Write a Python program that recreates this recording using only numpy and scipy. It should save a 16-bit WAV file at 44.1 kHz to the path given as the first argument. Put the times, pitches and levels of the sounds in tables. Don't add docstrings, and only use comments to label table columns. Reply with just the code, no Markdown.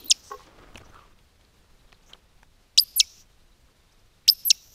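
import sys
import numpy as np
from scipy import signal
from scipy.fft import rfft, irfft
from scipy.io import wavfile
from scipy.ndimage import uniform_filter1d

SR = 44100
rng = np.random.default_rng(int(sys.argv[2]) if len(sys.argv) > 2 else 0)


def store_wav(level_fs):
    pcm = np.round(np.clip(np.atleast_2d(level_fs), -1, 1) * 32767)
    wavfile.write(sys.argv[1], SR, pcm.T.astype(np.int16))


def attenuation_scalar(level_db):
    decades = np.asarray(level_db, float) / 20
    return 10 ** decades


N = 209430


def evened(x):
    return x / np.sqrt(np.mean(x ** 2) + 1e-20)


def add(mix, start_s, sound):
    part = mix[round(start_s * SR):][:len(sound)]
    part += sound[:len(part)]


def resonate(x, hz, width_hz):
    turn = np.exp(2j * np.pi * np.cumsum(hz * np.ones(len(x))) / SR)
    r = np.exp(-np.pi * width_hz / SR)
    return 2 * (turn * signal.lfilter([1 - r], [1, -r], x / turn)).real


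def resonate_twice(x, hz, width_hz):
    return resonate(resonate(x, hz, width_hz), hz, width_hz)


def coloured(x, points, keep=False):
    f, db = np.transpose(points)
    hz = np.fft.rfftfreq(len(x), 1 / SR)
    gain = attenuation_scalar(np.interp(np.log(hz + 1), np.log(f + 1), db))
    out = irfft(rfft(x) * gain, len(x))
    return out if keep else evened(out)


def flutter(size, depth_db):
    wander = uniform_filter1d(uniform_filter1d(rng.standard_normal(N), size), size)
    return attenuation_scalar(depth_db * evened(wander))


def columns(rows):
    s, *cols = np.transpose(rows)
    t = np.arange(s[0], s[-1], 1 / SR)
    return s[0], [uniform_filter1d(np.interp(t, s, c), size=15, mode="nearest") for c in cols]


def along(points, hz):
    f, db = np.transpose(points)
    return np.interp(np.log(hz), np.log(f), db)


# f/Hz of fundamental, level/dB
THIRD_HARMONIC = [(1700, -30), (2200, -12), (2480, -1), (2630, -6), (2760, -13), (2900, -17), (3250, -24),
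                  (4300, -29), (4700, -33), (5100, -40)]


def sweep(rows, second=None, over_db=0, top_db=0):
    s, (hz, db) = columns(rows)
    levels_db = [db]
    if second:
        third_db = db + along(THIRD_HARMONIC, hz)
        levels_db += [db + over_db + along(second, hz)]
        levels_db += [third_db + step_db for step_db in (0, -8, -7, -12)]
    turn = 2 * np.pi * np.cumsum(hz) / SR
    tone = np.zeros(len(hz))
    for k, level_db in enumerate(levels_db, 1):
        lift_db = top_db * np.clip((k * hz - 11800) / 2200, 0, 1)
        ceiling = np.clip((15400 - k * hz) / 500, 0, 1)
        tone += attenuation_scalar(level_db + lift_db) * np.sin(k * turn) * ceiling
    beat = 2 * np.pi * 3950 * np.arange(len(hz)) / SR
    below = attenuation_scalar(-21) * np.sin(turn - beat) + attenuation_scalar(-42) * np.sin(turn - 2 * beat)
    above = attenuation_scalar(-34) * np.sin(turn + beat) * np.clip((12150 - hz) / 300, 0, 1)
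    skirt = attenuation_scalar(-29) * np.sin(turn) * evened(uniform_filter1d(rng.standard_normal(len(hz)), size=6))
    tone += attenuation_scalar(db) * (below + above + skirt) * np.clip((hz - 8500) / 2000, 0, 1)
    return s, np.sqrt(2) * tone * signal.windows.tukey(len(hz), 60 / len(hz))


def pips(rows):
    out = np.zeros(N)
    for s, length_s, from_hz, to_hz, db in rows:
        hz = np.geomspace(from_hz, to_hz, round(length_s * SR))
        tone = np.sqrt(2) * np.sin(2 * np.pi * np.cumsum(hz) / SR)
        add(out, s, attenuation_scalar(db) * tone * signal.windows.tukey(len(hz), .6))
    return out


# f/Hz, level/dB per Hz
FLOOR_SPECTRUM = [(12, -28.5), (20, 1.5), (118, -17), (136, -20), (206, -19.5), (257, -22.5), (448, -23.5),
                  (698, -26), (2060, -29.5), (2240, -29.5), (4010, -29.5), (15200, -44)]
# t/s, level/dB
WIND = [(0.0, -61), (0.33, -63), (0.48, -56), (0.75, -50), (0.85, -53), (1.48, -64), (1.81, -60.5),
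        (2.01, -63), (2.34, -60.5), (2.68, -65), (2.97, -55), (3.09, -62), (3.53, -61), (3.91, -70.5),
        (4.1, -65.5), (4.31, -57), (4.75, -61.5)]


def air():
    floor = coloured(rng.standard_normal(N), FLOOR_SPECTRUM + [(15500, -76.0)])
    floor *= attenuation_scalar(-60.5) * flutter(size=900, depth_db=0.9)
    s, db = np.transpose(WIND)
    gusts = coloured(rng.standard_normal(N), [(15, 0), (40, -1.5), (100, -8), (220, -18.5), (600, -46.5)])
    gusts *= attenuation_scalar(np.interp(np.arange(N) / SR, s, db) - 1.0) * flutter(size=1500, depth_db=3.0)
    return floor + gusts


def woods(x):
    t = np.arange(round(.4 * SR)) / SR
    bright = signal.lfilter([1, -.6], [1], rng.standard_normal(len(t)))
    tail = bright * attenuation_scalar(-60 * t / .5) * (t > .004)
    return signal.oaconvolve(x, tail / np.linalg.norm(tail))[:N]


# t/s, length/s, from f/Hz, to f/Hz, level/dB
WHISTLES = [(.394, .011, 4500, 7200, -61), (.461, .015, 9000, 3700, -62), (.892, .012, 6500, 6000, -63),
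            (2.026, .014, 5800, 7600, -70), (2.022, .012, 4300, 5300, -70), (3.918, .015, 4300, 7000, -65),
            (3.990, .013, 6800, 4200, -66), (1.808, .006, 4000, 4000, -65)]
# t/s, f/Hz, level/dB
ARCH = [(.06, 3450, -64), (.07, 3750, -52), (.078, 4050, -49), (.084, 4280, -48), (.092, 4050, -49),
        (.098, 3750, -50), (.103, 3300, -60)]
# t/s, relative level/dB, f/Hz
TICKS = [(1.1234, -59, 3620), (1.2994, -63, 4020), (1.5474, -61, 3620), (1.5754, -62, 3840),
         (1.7894, -59, 3850), (1.8744, -58, 3830), (2.2904, -61, 3790), (2.6584, -63, 3770),
         (3.3094, -60, 3820), (3.3914, -61, 3740), (3.4074, -61, 4000), (3.5144, -60, 3940),
         (3.5264, -60, 3910), (3.7094, -60, 4470), (3.7974, -60, 3630), (3.8921, -58, 3700),
         (3.9404, -62, 3800), (4.0304, -63, 3690), (4.1324, -62, 3690), (4.2334, -61, 3940)]


def far_bird():
    ticks = [(s, .011, .96 * hz, 1.04 * hz, db - 10) for s, db, hz in TICKS]
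    out = pips(list(WHISTLES) + ticks)
    add(out, *sweep(ARCH))
    return out


# t/s, level/dB
RUSTLE = [(0.0, -61.5), (0.35, -68.5), (0.48, -56), (0.87, -58.5), (1.12, -66.5), (1.27, -80), (2.03, -69),
          (2.26, -73), (2.6, -84.5)]
# f/Hz, level/dB per Hz
CLOTH = [(88, -37.5), (150, -6.5), (347, 2), (1040, -5), (1260, -4.5), (1460, -6.5), (5480, -22),
         (9000, -32), (11700, -62), (19800, -120)]
# t/s, length/s, f/Hz,
# width/Hz, level/dB
NOISE_BANDS = [(.828, .022, 1250, 250, -57), (.915, .04, 1300, 400, -58), (.942, .062, 1220, 380, -53),
               (1.015, .03, 1170, 300, -60), (1.045, .025, 1150, 300, -61), (1.10, .03, 1150, 200, -65),
               (.55, .25, 1280, 250, -63), (.835, .04, 5800, 900, -63), (2.05, .08, 6100, 1500, -62),
               (2.05, .078, 13200, 1500, -76), (2.085, .08, 1000, 1800, -58), (3.68, .03, 1150, 400, -68),
               (.122, .016, 2500, 700, -52), (4.512, .022, 2400, 500, -48), (4.245, .03, 2500, 2000, -64),
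               (0, .1, 280, 150, -54), (.098, .03, 9000, 7000, -48), (4.495, .025, 11000, 7000, -47),
               (2.99, .026, 11000, 7000, -48), (.22, .1, 7600, 1800, -60), (.21, .13, 6000, 1500, -53),
               (.29, .08, 14000, 2500, -65), (.16, .06, 14000, 2500, -68), (.308, .018, 2800, 2500, -56),
               (.35, .14, 3500, 4500, -59), (.748, .02, 250, 350, -46), (2.815, .13, 12200, 1000, -60),
               (4.315, .12, 12300, 1100, -57), (2.96, .07, 10500, 5000, -56), (4.46, .08, 13000, 5000, -58),
               (2.795, .04, 14800, 1800, -58), (4.29, .03, 14800, 1800, -54), (2.964, .025, 15300, 900, -58),
               (2.13, .035, 800, 900, -61), (2.133, .007, 3150, 500, -40), (3.0, .05, 12000, 5000, -56),
               (4.51, .05, 12500, 5000, -54), (.81, .02, 90, 100, -48), (.895, .02, 90, 100, -49),
               (.92, .15, 2300, 2200, -63)]
# t/s, length/s, f/Hz, width/Hz, level/dB
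MORE_NOISE_BANDS = [(.755, .009, 2700, 350, -43), (.776, .008, 10500, 1500, -56), (.773, .006, 7500, 3000, -54),
                    (.93, .14, 1200, 300, -61), (2.088, .025, 2200, 3000, -60), (1.935, .02, 4000, 700, -63),
                    (4.287, .006, 1300, 900, -52), (.75, .018, 550, 500, -52), (1.923, .012, 350, 400, -58),
                    (.35, .04, 1800, 1500, -62), (.33, .025, 3000, 1500, -62), (4.52, .1, 2700, 200, -66),
                    (4.52, .13, 3850, 350, -62), (3.03, .12, 3900, 400, -64), (3.13, .08, 2700, 500, -66),
                    (0, .065, 3300, 700, -60), (.815, .008, 500, 500, -52), (2.97, .008, 1200, 2000, -60),
                    (4.513, .008, 900, 1500, -58)]


def sleeve():
    out = np.zeros(N)
    grains = rng.standard_normal(N) * flutter(size=60, depth_db=2.0) * flutter(size=700, depth_db=2.2)
    smooth = rng.standard_normal(N) * flutter(size=200, depth_db=1.5)
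    s, (db,) = columns(RUSTLE)
    cloth = coloured(grains[round(s * SR):][:len(db)], CLOTH)
    bright = attenuation_scalar(-9.5) * resonate(cloth, 3500, 4500)
    add(out, s, attenuation_scalar(db) * (cloth + bright))
    for s, length_s, hz, width_hz, db in list(NOISE_BANDS) + list(MORE_NOISE_BANDS):
        rub = smooth[round(s * SR):][:round(length_s * SR)]
        rub = evened(resonate_twice(rub, hz, width_hz))
        add(out, s, attenuation_scalar(db) * rub * signal.windows.tukey(len(rub), .7))
    return out


# t/s, level/dB, favoured f/Hz, rise/s, damping factor of the hand
KNOCKS = [(.302, -43, 1800, .001, 1.3), (.307, -36, 420, .002, 1), (.3142, -26, 1100, .004, .9),
          (.3315, -35, 450, .002, 1), (.336, -40, 1750, .002, 1), (.339, -33, 780, .003, 1),
          (.3455, -37, 480, .002, 1), (.3945, -44, 1100, .001, 2), (.405, -43, 1250, .001, 1.5),
          (.417, -49, 800, .001, 2), (.428, -51, 1050, .001, 2)]
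# f/Hz, level/dB, t60/s
STOCK_MODES = [(416, -3, .08), (500, -7, .16), (829, -7, .09), (1090, 3, .055), (1440, -9, .03),
               (1550, -8, .035), (1910, -9, .04), (2490, -14, .025)]


def stock():
    out, t = np.zeros(N), np.arange(4000) / SR
    favour_db_per_octave = -7
    for s, db, best_hz, rise_s, damping in KNOCKS:
        ring = np.zeros(len(t))
        for k, (hz, mode_db, t60_s) in enumerate(STOCK_MODES):
            level_db = mode_db + favour_db_per_octave * abs(np.log2(hz / best_hz))
            decay_db = -60 * damping * t / t60_s
            ring += (-1) ** k * attenuation_scalar(level_db + decay_db) * np.sin(2 * np.pi * hz * t)
        rise = np.sin(np.pi / 2 * np.minimum(t / rise_s, 1)) ** 2
        add(out, s, attenuation_scalar(db) * ring * rise)
    return out


# t/s, peak level/dB, main ring f/Hz, low ring level/dB, high snap level/dB
CLICKS = [(0.746, -46, 3600, 2, -2), (0.756, -39, 1900, -10, -30), (0.7562, -33, 2600, -15, -14),
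          (0.775, -42, 2500, -30, 6), (0.794, -50, 3500, -20, -20), (0.779, -35, 2900, -12, -5),
          (0.7795, -37, 1900, -12, -20), (0.816, -55, 2720, -20, -2), (0.9448, -40, 1270, -10, -20),
          (0.9455, -52, 3500, -20, -10), (0.971, -57, 2870, -1, -30), (1.036, -53, 2370, -6, -22),
          (1.189, -51, 2750, -23, -25), (1.411, -53, 3060, -23, -10), (1.449, -53, 4000, -29, -31),
          (1.891, -52.5, 3510, -1, -20), (1.921, -45, 2900, -6, -30), (1.9265, -46, 4500, -30, -20),
          (1.9277, -46, 2100, 8, -30), (1.9285, -45, 900, 0, -40), (2.011, -56, 2680, -18, -14),
          (2.038, -56.5, 2890, -16.5, -7), (2.133, -35, 3150, -9, -14), (2.1338, -33, 3100, -7, -18),
          (2.4306, -50, 1700, 9, -5), (2.4312, -47, 900, -5, -30)]


def clicks():
    out, t = np.zeros(N), np.arange(900) / SR
    for s, db, main_hz, low_db, high_db in CLICKS:
        chatter = rng.standard_normal(len(t)) * (attenuation_scalar(-60 * t / .01) + .1 * attenuation_scalar(-60 * t / .04))
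        click = np.zeros(len(t))
        for hz, width_hz, mode_db in [(main_hz, 1400, 0), (1000, 1100, low_db), (5600, 2300, high_db)]:
            drive = chatter * attenuation_scalar(-60 * t / .006) if hz == 1000 else chatter
            ring = resonate_twice(drive, hz, width_hz)
            click += attenuation_scalar(mode_db) * ring / abs(ring).max()
        add(out, s, attenuation_scalar(db) * click)
    return out


# start t/s, end t/s, level/dB, resonance f/Hz, top band
# level/dB
HISS_SPANS = [(-.05, .11, -55, 3850, -19.5), (.11, .40, -54, 5100, -18), (2.78, 3.0, -55, 4720, -17),
              (3.0, 3.25, -53.5, 5350, -20), (4.28, 4.505, -53.5, 5040, -8), (4.505, 4.80, -56, 5450, -12)]
SHARP_RING = (.5, .1, 1.25, .6, 1.2, .65)
WIDE_RING = (.3, .45, .35, .75, .5, .6)
UPPER_DB = (-13, -21)
TOP_DB_PER_S = (-20, 30)


def hiss():
    out = np.zeros(N)
    burst_db, burst_s, sag_db_per_s, release_s, drift_hz_per_s = 15.5, .03, 6, .051, 1500
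    upper_burst_db, upper_burst_s = 13, .06
    sharp_fade_s, blur_hz, blur_lift_hz = .4, 1000, 200
    for k, (s, end_s, level_db, centre_hz, top_db) in enumerate(HISS_SPANS):
        falling = k % 2
        t = np.arange(max(-s, 0), end_s - s, 1 / SR)
        held = attenuation_scalar(level_db - sag_db_per_s * t)
        if falling:
            held = held * np.clip((t[-1] - t) / release_s, 0, 1)
        burst = attenuation_scalar(burst_db * np.exp(-t / burst_s))
        hz = centre_hz + drift_hz_per_s * t
        noise = rng.standard_normal((4, len(t)))
        sharp = evened(resonate_twice(noise[0], hz, 480))
        blurred = evened(resonate_twice(noise[0][::-1], hz + blur_lift_hz, blur_hz))
        core = SHARP_RING[k] * np.exp(-t / sharp_fade_s) * sharp + WIDE_RING[k] * blurred
        broad = coloured(resonate(noise[1], hz - 300, 2600), [(1600, -25), (2500, 0), (7000, 0), (9500, -18)])
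        upper = coloured(noise[2], [(7000, -30), (8500, 0), (12000, 0), (13000, -30)])
        top = coloured(noise[3], [(10000, -30), (11800, -9), (12700, 0), (15200, -4), (15500, -50)])
        upper_db = UPPER_DB[falling] + upper_burst_db * np.exp(-t / upper_burst_s)
        bright = attenuation_scalar(upper_db) * upper + attenuation_scalar(top_db + TOP_DB_PER_S[falling] * t) * top
        add(out, max(s, 0), held * (burst * (.65 * broad + core) + bright))
    return out * flutter(size=400, depth_db=1.3)


# t/s, length/s, from f/Hz, to f/Hz, level/dB
STRAYS = [(0, .016, 14600, 14600, -52), (0, .008, 4300, 4300, -52), (0, .008, 13400, 13400, -52),
          (.105, .005, 3600, 3200, -36), (2.985, .052, 2650, 2580, -49), (3.013, .026, 2290, 2250, -43),
          (2.990, .006, 4650, 4550, -35), (3.0005, .005, 1600, 1200, -44), (4.497, .008, 4450, 4850, -40),
          (4.503, .005, 1500, 1800, -42), (4.5048, .0044, 5750, 5500, -20),
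          (4.5032, .0024, 4780, 4650, -16), (2.9996, .002, 4800, 4700, -23),
          (3.0012, .003, 5450, 5600, -24), (3.0115, .005, 2700, 2540, -32), (4.2825, .006, 5600, 5750, -33),
          (4.515, .005, 2750, 2600, -37)]


def stray_tones():
    return pips(STRAYS)


# t/s, f/Hz, level/dB
STUTTER = [(.04, 14810, -65), (.046, 14940, -39), (.053, 14550, -60), (.06, 13930, -37), (.067, 13510, -47),
           (.074, 12940, -62), (.079, 12300, -66), (.084, 11750, -36), (.089, 11450, -56),
           (.092, 11000, -70)]
# t/s, f/Hz, level/dB
RISES = [
    [(2.7752, 2250, -48), (2.7768, 2740, -20), (2.779, 2990, -19.5), (2.7845, 4080, -9),
     (2.7862, 4400, -9.5), (2.7876, 5180, -5.5), (2.7884, 5150, -8), (2.7892, 5000, -14)],
    [(4.2755, 1650, -58), (4.2778, 1950, -42), (4.279, 2350, -33), (4.28, 2700, -21), (4.282, 2930, -21),
     (4.283, 3380, -19), (4.285, 3850, -19), (4.287, 4170, -15), (4.288, 4450, -13.5), (4.2893, 5180, -5),
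     (4.2907, 5200, -5.5)],
]
# t/s, f/Hz, level/dB
CATCHES = [
    [(2.7905, 4720, -20), (2.7927, 4500, -25), (2.7955, 4800, -11.5), (2.7983, 5060, -7.5),
     (2.7992, 5100, -10.5), (2.8025, 4900, -48)],
    [(4.293, 4820, -16), (4.295, 4600, -19), (4.297, 4840, -10.5), (4.298, 4960, -7), (4.299, 5070, -6.5),
     (4.3002, 5200, -8.5), (4.302, 5080, -27), (4.3045, 5080, -50)],
]
# t/s, f/Hz, level/dB
RISES_HIGH = [
    [(2.7883, 7530, -24), (2.791, 8300, -22.5), (2.7935, 9250, -27), (2.796, 9600, -28.5),
     (2.8, 10720, -28), (2.805, 11480, -26), (2.811, 12020, -24.6), (2.838, 12820, -32.5),
     (2.843, 12510, -63)],
    [(4.2905, 7750, -42), (4.293, 8500, -34), (4.296, 9550, -34), (4.3, 10650, -36), (4.304, 11450, -27.5),
     (4.309, 12120, -23), (4.32, 12440, -26.7), (4.334, 12830, -30.6), (4.339, 12540, -52)],
]
# overtone peak pitch factor, top overtones/dB, difference tone/dB, sum tone/dB
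RISE_COLOUR = [
    (1, 0, 9, 3),
    (1.02, 14, 22, 23),
]
# t/s, f/Hz, level/dB
GLIDES = [
    [(.0972, 9900, -55), (.0988, 9300, -23.5), (.1025, 8150, -25.5), (.104, 7700, -20), (.106, 7150, -14.5),
     (.110, 5780, -14), (.112, 5080, -9), (.1133, 4950, -12)],
    [(2.959, 12330, -53.6), (2.963, 12110, -24.4), (2.98, 11540, -21), (2.986, 10670, -22.4),
     (2.992, 9250, -24.2), (2.997, 7490, -20), (3.0005, 6290, -12.1), (3.0009, 5900, -13.9)],
    [(4.449, 12620, -54.1), (4.453, 12560, -27), (4.482, 11720, -20), (4.488, 11070, -24.5),
     (4.493, 10000, -27.8), (4.498, 8550, -30.8), (4.502, 7190, -24), (4.5035, 6720, -15),
     (4.5049, 5900, -14)],
]
# t/s from the slide, f/Hz, level/dB
SLIDE = [(0, 4300, -16), (.001, 3600, -8), (.0023, 3120, -13), (.0043, 2880, -18), (.0063, 2730, -24),
         (.0093, 2600, -31), (.0103, 2490, -35), (.0113, 2340, -38), (.013, 2200, -55)]
# t/s from the snap, f/Hz, level/dB
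DROP = [(0, 4350, -4), (.0007, 4050, -8), (.0027, 3450, -15), (.0047, 3100, -15), (.0067, 2710, -20.5),
        (.0097, 2620, -29), (.0112, 2550, -38), (.0127, 2390, -47), (.014, 2220, -56)]
# t/s from the snap, f/Hz, level/dB
LAST_DROP = [(0, 4400, -3), (.0007, 4050, -9), (.0032, 3450, -19), (.0047, 3140, -19), (.0062, 2800, -18),
             (.0087, 2680, -26), (.0107, 2610, -35), (.0122, 2500, -46), (.0138, 2300, -62)]
# t/s, level/dB, overtones/dB, top overtones/dB
DROPS = [
    (.1137, 0, -2, -12),
    (3.0013, 0, 0, 1),
    (4.5053, 0, 4, 3),
]
# f/Hz of fundamental, level/dB
SECOND_RISING = [(1700, -30), (2100, -14), (2500, 1), (2800, 6.5), (3200, 1), (3800, -12), (4370, -19),
                 (4750, -32), (5100, -30)]
# f/Hz of fundamental, level/dB
SECOND_FALLING = [(2200, 12), (2450, 19), (2600, 15), (2730, 9.5), (3230, -1.5), (3900, -19), (4300, -27),
                  (6300, -28), (7200, -17), (7700, -28)]


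def squeaks():
    both = np.zeros(N)
    add(both, *sweep(STUTTER))
    for climb, catch, upper, colour in zip(RISES, CATCHES, RISES_HIGH, RISE_COLOUR):
        factor, top_db, below_db, sum_db = colour
        second = [(factor * hz, db) for hz, db in SECOND_RISING]
        s, low = sweep(climb + catch, second, top_db=top_db)
        high_s, high = sweep(upper)
        add(both, s, low)
        add(both, high_s, high)
        overlap = low[round(high_s * SR) - round(s * SR):]
        product = overlap * high[:len(overlap)]
        horn = [(1500, below_db - 30), (2600, below_db - 3), (3600, below_db + 3), (7000, below_db),
                (11000, sum_db), (14900, sum_db), (15600, sum_db - 30)]
        add(both, high_s, coloured(product, horn, keep=True))
    for glide, ending, (s, level_db, over_db, top_db) in zip(GLIDES, (SLIDE, DROP, LAST_DROP), DROPS):
        drop = [(s + t, hz, db + level_db) for t, hz, db in ending]
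        add(both, *sweep(list(glide) + drop, SECOND_FALLING, over_db, top_db))
    loud = both * abs(both)
    smear = signal.lfilter([1, -.8], [1], loud * rng.standard_normal(N))
    thud = resonate(both ** 2, 1200, 800)
    return both + attenuation_scalar(-25) * smear + attenuation_scalar(-39.5) * thud


def scene():
    calls = far_bird() + stray_tones() + squeaks()
    handling = sleeve() + stock() + clicks()
    mix = air() + attenuation_scalar(-37.0) * woods(calls) + handling + hiss() + calls
    return mix[None]


def low_pass(x):
    return signal.sosfilt(signal.butter(12, 16520, fs=SR, output="sos"), x)


def record(dry):
    dull = signal.oaconvolve(dry, signal.firwin(255, 15800, fs=SR)[None], "same")
    return low_pass(dull)


dry = scene()
out = record(dry)
store_wav(out)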